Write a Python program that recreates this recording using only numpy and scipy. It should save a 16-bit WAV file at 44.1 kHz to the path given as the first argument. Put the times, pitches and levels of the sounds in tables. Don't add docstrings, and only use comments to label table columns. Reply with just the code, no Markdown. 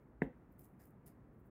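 import sys
import numpy as np
from scipy import signal
from scipy.fft import rfft, irfft, next_fast_len
from scipy.io import wavfile
from scipy.ndimage import uniform_filter1d, map_coordinates

SR = 44100
rng = np.random.default_rng(int(sys.argv[2]) if len(sys.argv) > 2 else 0)


def master(y):
    cut = np.clip(np.atleast_2d(y).T, -1, 1)
    pcm = np.round(cut * 32767)
    wavfile.write(sys.argv[1], SR, pcm.astype(np.int16))


def undo_db(level):
    steps = np.asarray(level, float) / 20
    return 10 ** steps


N = 66150
T = np.arange(N) / SR

# (f/Hz, density/dB per Hz)
RUMBLE_COLOUR = [(15, -36.5), (30, -17), (55, 1), (86, -5.5), (125, -1), (300, -6.5), (520, -16),
                 (900, -19.5)]
# (f/Hz, density/dB per Hz)
AIR_COLOUR = [(500, -29), (1000, -1), (1900, -7), (2500, -16.5), (3300, -26.5), (5000, -32), (14500, -30),
              (16000, -26)]
# (middle t/s, length t/s, level/dB)
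SLEEVE_MOVES = [(.01, 0.062, -99), (.09, 0.017, -101), (.28, 0.023, -100), (.365, 0.022, -100),
                (.55, .04, -97), (1.337, 0.032, -101), (1.453, 0.082, -97.5)]
# (f/Hz, t60/s)
ROOM_DECAY = [(100, 0.35), (500, 0.26), (1300, .3), (2000, 0.29), (5000, 0.34), (14000, 0.5)]
# (f/Hz, level/dB)
WALL_COLOUR = [(80, -7.5), (230, 2), (520, 4), (1200, 3.5), (1800, -4.5), (3200, 6), (6000, -4)]
# (middle t/s, length t/s, level/dB, centre f/Hz)
FORK_SHIFTS = [
    (0.818, 0.024, -76.5, 1750),
    (1.081, 0.015, -68.5, 424),
]
# (start t/s, hold t/s, level/dB, release t60/s, low-end share level/dB)
PEELS = [
    (0.516, 0.014, -91.5, 0.13, -2),
    (0.592, 0.068, -72.5, 0.12, -6),
    (0.676, 0.24, -96, 0.25, -20),
    (0.8, 0.043, -77.5, 0.12, 1),
    (0.854, 0.016, -81, 0.18, -9),
    (1.068, 0.017, -71, 0.14, 0),
]
# (t/s, peak level/dB, lowest strong f/Hz)
PAINT_SNAPS = [(.5238, -65.5, 13600), (.5875, -70, 9000), (.5931, -48.5, 13300), (0.595, -58, 9050),
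               (0.6098, -58, 9200), (.646, -58.5, 12000), (.655, -63, 7100), (.7945, -73, 3900),
               (.7995, -79, 12000), (.8105, -60, 12000), (.8186, -62.5, 4000), (.8233, -60, 13000),
               (.8545, -66, 13400), (.872, -63, 12000), (0.905, -74, 11000), (0.9074, -65, 11000),
               (1.0585, -73, 6950), (1.062, -56, 8100), (1.0652, -51, 10000), (1.072, -55, 11000),
               (1.0772, -51, 10000)]
# (f/Hz, density/dB per Hz)
PAINT_COLOUR = [(1200, -48), (1900, -9), (3700, -11.5), (5200, -16), (6200, -7.5), (11000, 1.5),
                (15300, 1.5), (16100, -29)]
# (f/Hz, width f/Hz, level/dB)
TINE_RESONANCES = [(1750, 650, -8), (5060, 610, -10)]
# (t/s, level/dB, brightness of the fork modes level/dB)
CONTACTS = [
    (.21862, 0, 0),
    (.23057, -13.5, -17),
    (.2525, -24, -20),
]
# (f/Hz, level/dB, t60/s, side of the nodal line +-1)
TABLE_MODES = [(141, -29, .074, 1), (214, -16, .019, -1), (274, -37, .17, 1), (375, -19, .022, 1),
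               (434, -29, .053, 1), (512, -38, .062, 1), (708, -42, .1, -1), (947, -20, .01, 1),
               (1116, -28, .01, 1)]
# (f/Hz, level/dB, t60/s, side of the nodal line +-1)
FORK_MODES = [(1287, -30, .01, 1), (1577, -28, .017, -1), (1706, -22, .014, -1), (1883, -21, .01, 1),
              (2106, -27, .014, -1), (2644, -41, .016, -1)]
# (f/Hz, level/dB, t60/s, side -1 to 1)
DISH_MODES = [(223.3, -42, 0.16, 1), (256, -42.5, .14, 1), (804, -54.5, 0.13, 0.9),
              (497.6, -46.5, 0.18, 0.89), (543, -48.5, 0.19, -0.67), (1380, -55.5, 0.1, 0.56)]
# (f/Hz, level/dB)
CRACK_COLOUR = [(1500, -5.5), (3300, 14.5), (4300, -4), (8000, -2), (15500, 0)]


def unit(x):
    return x / np.sqrt(np.mean(x ** 2) + 1e-20)


def along(points, hz):
    f, value = np.transpose(points)
    return np.interp(np.log(hz + 1), np.log(f + 1), value)


def filtered(x, gain):
    m = next_fast_len(N + 8192)
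    return irfft(rfft(x, m) * gain(np.fft.rfftfreq(m, 1 / SR)), m)[:N]


def noise_through(gain):
    return unit(filtered(rng.standard_normal(N), gain))


def wobble(rate):
    return map_coordinates(rng.standard_normal(200), [T * rate])


def bumps(moves):
    return sum(undo_db(db) * np.exp(-((T - s) / length) ** 2) for s, length, db in moves)


def room_tone():
    rumble = noise_through(lambda hz: undo_db(along(RUMBLE_COLOUR, hz)) / (1 + (hz / 1100) ** 4))
    air = noise_through(lambda hz: undo_db(along(AIR_COLOUR, hz)) * (hz > 300))
    return undo_db(-62) * rumble + undo_db(-80 + 1.2 * wobble(5.1)) * air


def sleeve():
    cloth = noise_through(lambda hz: (hz < 15800) / (1 + (11000 / (hz + 1)) ** 4))
    return bumps(SLEEVE_MOVES) * undo_db(5.5 * wobble(40)) * cloth


def room(x):
    delay_s = 0.0095
    hz, t, z = signal.stft(rng.standard_normal(SR // 2), SR, nperseg=256)
    decay_db = -60 * t / along(ROOM_DECAY, hz)[:, None]
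    tail = signal.istft(z * undo_db(decay_db), SR, nperseg=256)[1]
    x = filtered(x, lambda f: undo_db(along(WALL_COLOUR, f)))
    delayed = np.pad(x, (round(delay_s * SR), 0))
    return signal.fftconvolve(delayed, tail / np.linalg.norm(tail))[:N]


def fork_shifts():
    out = np.zeros(N)
    for s, length, db, centre in FORK_SHIFTS:
        brush = noise_through(lambda hz: 1 / (1 + ((hz - centre) / (0.3 * centre) * 2) ** 2))
        out += bumps([(s, length, db)]) * brush
    return out


def paint_pops():
    pops_per_s, spread_db, pop_cycles = 1400, 6, 5.6
    sizes = undo_db(spread_db * rng.standard_normal(N).clip(-3, 1.5))
    hits = (rng.random(N) < pops_per_s / SR) * sizes
    life = np.exp(-T[:120] * 30000 / pop_cycles)
    power = signal.fftconvolve(hits ** 2, life ** 2)[:N].clip(0)
    return unit(np.sqrt(power) * rng.standard_normal(N))


def tine_gain(hz):
    return sum(undo_db(db) / (1 + ((hz - centre) / width * 2) ** 2) * np.sqrt(SR / width / 4)
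               for centre, width, db in TINE_RESONANCES)


def peels():
    low_hz, mid_hz, hiss_db, rise_s = 6100, 10000, -6, 0.005
    low_fade_rate, mid_fades_faster = 1, 1.05
    tines_grow, tines_fade_db_per_s = 2, 60
    pops = paint_pops()
    active = sum((T < s + hold) * (T > s - hold) * 1. for s, hold, *_ in PEELS).clip(0, 1)
    hiss_share = undo_db(hiss_db) ** uniform_filter1d(active, size=800)
    raw = np.sqrt(1 - hiss_share.clip(0, 1) ** 2) * pops + hiss_share * rng.standard_normal(N)
    raw = unit(filtered(raw, lambda hz: undo_db(along(PAINT_COLOUR, hz))))
    low = filtered(raw, lambda hz: 1 / (1 + (hz / low_hz) ** 6))
    below_mid = filtered(raw, lambda hz: 1 / (1 + (hz / mid_hz) ** 6))
    tines = filtered(unit(pops + rng.standard_normal(N)), tine_gain)
    out = np.zeros(N)
    for s, hold, db, t60, low_db in PEELS:
        rise = np.exp(np.minimum(T - s, 0) / rise_s)
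        fall_db = -60 * np.maximum(T - s - hold, 0) / t60
        tine_fade_db = tines_fade_db_per_s * np.maximum(T - s - .02, 0)
        peel = undo_db(fall_db) * (raw - below_mid)
        peel += undo_db(low_db / 2 + mid_fades_faster * fall_db) * (below_mid - low)
        peel += undo_db(low_db + low_fade_rate * fall_db) * low
        peel += undo_db(tines_grow * low_db + fall_db - tine_fade_db) * tines
        out += rise * undo_db(db) * peel
    return out


def snaps():
    t60_s, gain_db = .0055, 0.5
    out, t = np.zeros(N), T[:400]
    for s, db, edge_hz in PAINT_SNAPS:
        band = signal.butter(2, [edge_hz, 15900], "band", fs=SR, output="sos")
        snap = signal.sosfilt(band, undo_db(-60 * t / t60_s) * rng.standard_normal(len(t)))
        out[round(s * SR):][:len(t)] += undo_db(db + gain_db) * snap / np.abs(snap).max()
    return out


ATTACK_S = .002


def ring(modes, t):
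    t = np.maximum(t, 0)
    press = 1 - np.exp(-(t / ATTACK_S) ** 2)
    return press * sum(side * undo_db(db - 60 * t / t60) * np.sin(2 * np.pi * hz * t)
                       for hz, db, t60, side in modes)


def paper_touch(after):
    swell = np.exp(np.minimum(after, 0) / 0.0018) * (after < 0)
    return undo_db(-44) * swell * np.sin(2 * np.pi * 2030 * after)


def crack(after):
    t = np.maximum(after, 0)
    noise = filtered(rng.standard_normal(N), lambda hz: undo_db(along(CRACK_COLOUR, hz)))
    return undo_db(-69.5 - 60 * t / 0.13) * (1 - np.exp(-t / 0.00027)) * noise


def dishes(after):
    lag_s, swell_s = 0.027, 0.014
    late = np.maximum(after - lag_s, 0)
    return (1 - np.exp(-late / swell_s)) * ring(DISH_MODES, late)


def table_legs(after):
    u = np.maximum(after, 0) / .027
    return undo_db(-33) * u ** 2 * np.exp(-u * 2) * np.sin(2 * np.pi * 52 * T)


def stamp():
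    out = np.zeros(N)
    for s, db, bright_db in CONTACTS:
        out += undo_db(db) * (undo_db(bright_db) * ring(FORK_MODES, T - s) + ring(TABLE_MODES, T - s))
    after = T - CONTACTS[0][0] - ATTACK_S / 2
    return out + paper_touch(after) + crack(after) + dishes(after) + table_legs(after)


def scene():
    knock = stamp()
    paint = peels() + snaps()
    walls = room(undo_db(-14) * knock + undo_db(-21) * paint)
    return (room_tone() + sleeve() + walls + fork_shifts() + paint + knock)[None]


def roll_off(x):
    return signal.sosfilt(signal.butter(12, 16390, fs=SR, output="sos"), x)


def record(dry):
    top_hz, fade_s = 16000, .004
    peak_hz, peak_width_hz, peak_db = 15500, 490, 3
    faded = dry[0] * ((N / SR - T) / fade_s).clip(0, 1)
    limited = filtered(faded, lambda hz: 1 / (1 + (hz / top_hz) ** 60))
    heard = filtered(limited, lambda hz: undo_db(peak_db * np.exp(-((hz - peak_hz) / peak_width_hz) ** 2)))
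    return roll_off(heard[None])


dry = scene()
out = record(dry)
master(out)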